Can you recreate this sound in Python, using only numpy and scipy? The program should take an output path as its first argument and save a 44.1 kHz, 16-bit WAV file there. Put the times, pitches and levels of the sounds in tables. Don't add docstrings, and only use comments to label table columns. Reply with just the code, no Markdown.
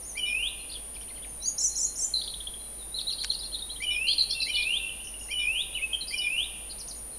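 import sys
import numpy as np
from scipy import signal
from scipy.fft import rfft, irfft
from scipy.io import wavfile
from scipy.ndimage import uniform_filter1d

SR = 44100
rng = np.random.default_rng(int(sys.argv[2]) if len(sys.argv) > 2 else 0)


def master_out(mix):
    frames = np.transpose(np.atleast_2d(mix))
    ceiling = np.clip(frames, -1, 1)
    pcm = np.round(ceiling * 32767).astype(np.int16)
    wavfile.write(sys.argv[1], SR, pcm)


N = 316638
RASP_HZ = 58


def undb(db):
    return 10 ** (np.asarray(db) / 20)


def decay(t, t60_s):
    return np.exp(-np.log(1000) * t / t60_s)


def whistle(out, start_s, hz, db, waver_hz, overtone_db=-40, flutter_db=4.0, fade_ms=1.9):
    k = np.arange(len(hz))
    fade_samples = fade_ms * SR / 1000 + .05 * min(len(k), SR // 10)
    fade = np.clip(np.minimum(k, k[::-1]) / fade_samples, 0, 1)
    waver, flutter = [np.interp(k, np.arange(80) * SR / 200, v) for v in rng.standard_normal((2, 80))]
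    phase = 2 * np.pi * np.cumsum(hz + waver_hz * waver) / SR
    tone = np.sin(phase) + undb(overtone_db) * np.sin(2 * phase)
    tone += undb(1.35 * overtone_db) * np.sin(3 * phase)
    note = np.sqrt(2) * undb(db + flutter_db * flutter) * fade * tone
    first = max(int(start_s * SR), 0)
    out[first:first + len(note)] += note[:N - first]


def glide(out, strand, start_s=0, stretch=1, db=0, overtones_db=(-40, -40), ratio=1,
          round_ms=7.7, waver_hz=28.0):
    times, hz, levels = np.transpose(strand)
    t = np.arange(times[0], times[-1], 1 / SR / stretch)
    pitch = ratio * uniform_filter1d(np.interp(t, times, hz), int(round_ms * SR / 1000), mode="nearest")
    level = db + np.interp(t, times, levels)
    whistle(out, start_s + times[0] * stretch, pitch, level, waver_hz, np.linspace(*overtones_db, len(t)))


def chirp(out, start_s, ms, first_hz, last_hz, db, fade_db=0, least_rasp_hz=0):
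    along = np.linspace(0, 1, int(ms * SR / 1000))
    rasp_hz = max(least_rasp_hz, RASP_HZ * min(1, 25 / ms))
    whistle(out, start_s, first_hz + (last_hz - first_hz) * along, db + fade_db * along, rasp_hz)


def swung_note(out, start_s, ms, first_hz, last_hz, swing_hz, rate_hz, db, power, spike_db, swell_db=0):
    t = np.arange(0, ms / 1000, 1 / SR)
    saw = (1 + signal.sawtooth(2 * np.pi * rate_hz * t + 1, width=.2)) / 2
    stroke = uniform_filter1d(2 * saw ** power - .5, size=SR // 1000)
    pitch = np.linspace(first_hz, last_hz, len(t)) + swing_hz * stroke
    level = db + spike_db * np.abs(stroke) - swell_db * (1 - t / t[-1])
    whistle(out, start_s, pitch, level, RASP_HZ)


def night_murmur():
    # frequency_hz, density_db_per_hz
    spectrum = [(28, -71.5), (40, -75), (52, -68.5), (70, -80.5), (110, -81.5), (680, -84.5), (1400, -94),
                (2600, -95), (6500, -99), (9000, -93.5), (11200, -86), (15600, -110)]
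    hz, db = np.transpose(spectrum)
    log_hz = np.log(np.arange(N // 2 + 1) * SR / N + 1)
    gain = undb(np.interp(log_hz, np.log(hz), db)) * np.sqrt(SR / 2)
    return irfft(rfft(rng.standard_normal(N)) * gain, N)


def electrics(whine_hz=9560.2, flips_per_s=72.422, whine_db=-41.5, hum_hz=50, hum_db=-51.5):
    t = np.arange(N) / SR
    sign = signal.square(np.pi * flips_per_s * (t - .011))
    whine = undb(whine_db) * sign * np.sin(2 * np.pi * whine_hz * t)
    whine = signal.sosfilt(signal.butter(1, [6500, 12500], "bandpass", fs=SR, output="sos"), whine)
    hum = undb(hum_db) * np.sin(2 * np.pi * hum_hz * t)
    return np.sqrt(2) * (whine + hum)


def chirps(out):
    # start_s, length_ms, first_hz, last_hz, level_db
    notes = [(0.002, 43, 6770, 5200, -54.5), (0.045, 44, 6120, 7260, -51), (0.082, 45, 6700, 5800, -46.5),
             (0.688, 28, 3900, 4650, -51), (0.692, 20, 4270, 5330, -53), (0.716, 13, 3150, 5050, -42.5),
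             (0.733, 13, 5200, 2790, -39.5), (0.748, 30, 3610, 2770, -42), (2.137, 28, 4180, 4000, -27),
             (2.237, 12.4, 5110, 3320, -35.5), (2.247, 4.6, 3300, 4100, -36), (2.265, 6.7, 3930, 4800, -37),
             (2.298, 16.4, 4560, 3670, -38), (2.328, 16, 4500, 3300, -46), (2.919, 12, 3750, 3820, -50),
             (2.941, 31.6, 3920, 4370, -34.5), (3.201, 7.2, 4800, 3820, -35), (3.435, 35, 4280, 4080, -43),
             (3.525, 19, 4076, 4340, -39), (3.62, 12.2, 3550, 3800, -33.5),
             (3.697, 27.5, 3750, 4254, -40.5), (3.763, 11, 3960, 3380, -43.5),
             (4.306, 52, 3254, 3730, -36.5), (4.348, 86, 2762, 2624, -36), (4.524, 18, 4160, 3400, -35),
             (4.558, 12, 3766, 3280, -28), (4.574, 53, 4580, 3240, -42), (4.62, 21, 4930, 3140, -34.5),
             (4.798, 91, 2703, 2750, -34), (4.892, 11.7, 3170, 2550, -32.5), (5.728, 21, 3240, 4080, -43.5),
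             (6.982, 12.5, 6410, 5150, -55)]
    for note in notes:
        chirp(out, *note)


def echoes(song, low_t60_s=.97, high_t60_s=.35, near_t60_s=.088, high_db=5, near_db=-5.5, far_db=-7):
    t = np.arange(int(1.5 * SR)) / SR
    far_noise, near_noise = rng.standard_normal((2, len(t)))
    low = signal.sosfilt(signal.butter(2, 4000, fs=SR, output="sos"), far_noise)
    high = undb(high_db) * (far_noise - low)
    tail = (low * decay(t, low_t60_s) + high * decay(t, high_t60_s)) * (1 - np.exp(-t / .0086))
    scatter = near_noise * decay(t, near_t60_s) * (1 - np.exp(-t / .00049))
    scale = np.sqrt(2 * np.log(1000) / SR)
    response = scale * (undb(far_db) * tail + undb(near_db) * scatter / np.sqrt(near_t60_s))
    return signal.fftconvolve(song, response)[:N]


def fluted_phrase(out):
    # time_s, pitch_hz, level_db
    strands = [
        [(0, 1970, -51), (.025, 2350, -38), (.05, 2450, -32)],
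        [(.022, 2820, -35.5), (.035, 3300, -42.5), (.05, 3000, -35.5), (.085, 2950, -32), (.105, 2950, -32),
         (.13, 2950, -38.5)],
        [(.106, 2370, -38.5), (.14, 2440, -32.5), (.185, 2431, -30), (.23, 2670, -30), (.27, 2840, -30.5),
         (.3, 3204, -30), (.33, 3600, -30.5), (.345, 4220, -50)],
        [(.022, 5100, -44), (.036, 5700, -48.5), (.05, 5550, -47)],
        [(.106, 5500, -50), (.185, 5200, -53)],
        [(.104, 3520, -39), (.118, 3750, -47.5), (.17, 3140, -46)],
    ]
    # start_db, end_db
    overtones = [(-7, -23), (-35, -38), (-43, -31), (-40, -40), (-40, -40), (-40, -40)]
    wavers = [28, 10, 21, 80, 68, 100]
    # start_s, stretch, gain_db
    repeats = [(.15, 1, -.5), (3.8, .985, .5), (4.46, .962, 0), (5.285, 1, -1), (6.105, 1.01, -1.5)]
    for start_s, stretch, db in repeats:
        for strand, overtones_db, waver_hz in zip(strands, overtones, wavers):
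            glide(out, strand, start_s, stretch, db, overtones_db, waver_hz=waver_hz)


def far_birds():
    # start_s, length_ms, first_hz, last_hz, level_db
    whistles = [(0.586, 38, 4140, 4090, -54), (1.25, 100, 6600, 6170, -56.5), (1.56, 50, 3980, 4130, -48),
                (1.688, 87, 4190, 4050, -47), (1.842, 92, 4200, 4040, -50.5), (2.039, 78, 3200, 3180, -59),
                (2.589, 71, 4030, 4010, -48.5), (2.774, 57, 4020, 3580, -48.5),
                (5.206, 20, 6940, 6860, -46), (5.235, 16, 7070, 6500, -48), (7.104, 68, 4400, 3840, -58.5)]
    ticks = [5.04, 5.068, 5.188, 5.226, 5.266]
    out = np.zeros(N)
    for note in whistles:
        chirp(out, *note, least_rasp_hz=90)
    for start_s in ticks:
        chirp(out, start_s, ms=12, first_hz=6700, last_hz=4950, db=-46)
    return out


def chips(out, first_s=.937, gap_s=.0705, low_top_hz=3500, rasp_hz=200):
    # top_hz, lag_ms
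    high_voices = [(5400, 4), (5900, -2), (4400, 5), (4700, 11), (4030, 13)]
    sag = np.abs(np.linspace(-.75, 1, SR // 30)) ** 1.5
    for k, (top_hz, lag_ms) in enumerate(high_voices):
        start_s = first_s + k * gap_s
        whistle(out, start_s, low_top_hz * (1 - .408 * sag), db=-54.5, waver_hz=rasp_hz)
        whistle(out, start_s + lag_ms / 1000, top_hz * (1 - .39 * sag), db=-58.5, waver_hz=rasp_hz)
        chirp(out, start_s + .024, ms=14, first_hz=2350, last_hz=1950, db=-58.5, least_rasp_hz=rasp_hz)


def slurs(out):
    # time_s, pitch_hz, level_db
    strands = [
        [(1.42, 5200, -49), (1.437, 6300, -36.5), (1.448, 5860, -33), (1.465, 6660, -33.5),
         (1.485, 6750, -26.5), (1.502, 5870, -35)],
        [(1.398, 3880, -53), (1.448, 4120, -47), (1.462, 4750, -39), (1.49, 4900, -60)],
        [(5.745, 2770, -29), (5.757, 3070, -31), (5.79, 2235, -40.5), (5.805, 2147, -46), (5.83, 2630, -31.5),
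         (5.855, 2550, -24.5)],
    ]
    for strand in strands:
        glide(out, strand)


def warbles(out):
    # time_s, pitch_hz, level_db
    voices = [
        [(0, 4930, -33), (.016, 7240, -31), (.034, 5760, -32.5), (.05, 5220, -41), (.066, 6480, -26),
         (.091, 5750, -30.5)],
        [(.018, 7400, -49), (.031, 8250, -42), (.051, 7000, -26.5), (.072, 8530, -38), (.1, 6650, -25),
         (.112, 7680, -28.5)],
    ]
    # start_s, stretch, pitch_ratio, gain_db
    repeats = [(1.578, 0.99, 0.97, 0.5), (1.752, 0.98, 0.97, 0), (1.956, .99, 1.01, -2)]
    for start_s, stretch, ratio, db in repeats:
        for voice in voices:
            glide(out, voice, start_s, stretch, db, ratio=ratio, round_ms=5.3)


def trills(out, swing_hz=380):
    # start_s, length_ms, first_hz, last_hz, swings_per_s, level_db
    notes = [(2.161, 43, 4330, 4064, 58, -27.5), (4.068, 74, 4200, 4480, 60, -25.5),
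             (4.179, 50, 4300, 4210, 76, -21.5), (4.295, 46, 4260, 4390, 55, -27),
             (4.4, 56, 4240, 4270, 74, -26.5)]
    for start_s, ms, first_hz, last_hz, rate_hz, db in notes:
        swung_note(out, start_s, ms, first_hz, last_hz, swing_hz, rate_hz, db,
                   power=3.2, spike_db=-5, swell_db=4)
        squeak_s = start_s + (ms - 6) / 1000
        chirp(out, squeak_s, ms=12, first_hz=7500, last_hz=5300, db=db - 29)


def tick_runs(out, slowing_ms=1.8, shrink=.75, step_db=-1.77):
    # start_s, tick_count, gap_ms, low_hz, first_top_hz, level_db
    runs = [(2.215, 6, 60, 3050, 4800, -28), (5.0, 5, 67.5, 2750, 3100, -35.5)]
    for start_s, count, gap_ms, low_hz, first_top_hz, db in runs:
        for k in range(round(count)):
            tick_s = start_s + k * (gap_ms + slowing_ms * k / 2) / 1000
            top_hz = low_hz + (first_top_hz - low_hz) * shrink ** k
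            chirp(out, tick_s, ms=10, first_hz=low_hz, last_hz=top_hz, db=db + step_db * k, fade_db=-5)


def twitters(out):
    # time_from_turn_s, pitch_hz, level_db
    strands = [
        [(0, 4305, -20), (.012, 3505, -30.5), (.025, 2910, -55), (.045, 2630, -46)],
        [(.008, 6800, -51), (.022, 5540, -53), (.032, 5650, -52), (.042, 5170, -45)],
        [(.017, 4200, -32.5), (.038, 4430, -37), (.043, 4920, -39.5), (.052, 3480, -20)],
    ]
    # turn_s, lead_ms, stretch, pitch_ratio, gain_db
    repeats = [(2.985, 14.3, 0.62, 0.98, -4.5), (3.091, 23, 0.92, 1, -1.5), (3.215, 8.3, 0.74, 1.03, -2.5),
               (3.299, 3.8, 1.1, 1.033, -3.5), (3.422, 15.5, .9, .99, -10)]
    turn_hz = strands[0][0][1]
    for turn_s, lead_ms, stretch, ratio, db in repeats:
        chirp(out, turn_s - lead_ms / 1000, lead_ms, first_hz=3750, last_hz=ratio * turn_hz, db=db - 28)
        for strand in strands:
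            glide(out, strand, turn_s, stretch, db, ratio=ratio, round_ms=1.6, waver_hz=RASP_HZ)


def pointed_ticks(out, flank_ms=9, foot_ratio=.76):
    # top_s, top_hz, level_db
    points = [(3.19, 4720, -37.5), (3.396, 5450, -45), (3.551, 4290, -36.5), (3.589, 4650, -41),
              (4.553, 4940, -33)]
    for top_s, top_hz, db in points:
        chirp(out, top_s - flank_ms / 1000, flank_ms, foot_ratio * top_hz, top_hz, db)
        chirp(out, top_s, flank_ms, top_hz, foot_ratio * top_hz, db)


def pips(out):
    # start_s, level_db
    notes = [(3.183, -44.5), (3.276, -45), (3.516, -48), (3.589, -46), (3.692, -43), (3.759, -46.5)]
    for start_s, db in notes:
        chirp(out, start_s, ms=14.4, first_hz=3050, last_hz=3440, db=db)


def snap(t60_s=.011):
    # start_s, level_db
    breaks = [(3.238, -25), (3.245, -15), (3.2463, -21), (3.2478, -24)]
    t = np.arange(SR // 20) / SR
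    out = np.zeros(N)
    for start_s, db in breaks:
        out[int(start_s * SR):][:len(t)] += undb(db) * rng.standard_normal(len(t)) * decay(t, t60_s)
    band = signal.butter(3, [1000, 6500], "bandpass", fs=SR, output="sos")
    top_cut = signal.butter(4, 7800, fs=SR, output="sos")
    return signal.sosfilt(np.vstack([band, top_cut]), out)


def buzzes(out, rate_hz=140, flick_ms=8):
    # start_s, length_ms, flick_from_hz, first_hz, last_hz, swing_hz, level_db
    notes = [(4.304, 23, 4570, 5330, 5190, 300, -37), (4.415, 21.9, 4595, 5390, 4610, 300.5, -36),
             (5.93, 25, 2330, 3220, 3090, 96.2, -30), (6.007, 29, 3000, 4160, 3940, 111, -36.5),
             (6.079, 41, 4250, 4960, 4430, 290, -38), (6.175, 19.4, 5160, 5500, 4550, 303, -36.5),
             (6.703, 26.8, 4080, 4450, 4020, 590, -42.5), (6.79, 31, 3340, 6400, 4030, 466, -45.5),
             (6.882, 38, 2980, 6550, 3960, 450, -45.5), (6.955, 28, 3200, 6750, 6640, 300, -48)]
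    for start_s, ms, flick_from_hz, first_hz, last_hz, swing_hz, db in notes:
        chirp(out, start_s - flick_ms / 1000, flick_ms, flick_from_hz, first_hz, db=-48)
        swung_note(out, start_s, ms, first_hz, last_hz, swing_hz, rate_hz, db, power=1.3, spike_db=-1)


def scene():
    song = np.zeros(N)
    for sing in (chirps, fluted_phrase, chips, slurs, warbles, trills, tick_runs, twitters,
                 pointed_ticks, pips, buzzes):
        sing(song)
    far = far_birds()
    direct = song + undb(-11) * far
    return (direct + echoes(song + far) + snap() + night_murmur() + electrics())[None]


def record(dry, top_hz=15450):
    return signal.sosfilt(signal.ellip(10, .2, 80, top_hz, fs=SR, output="sos"), dry)


dry = scene()
out = record(dry)
master_out(out)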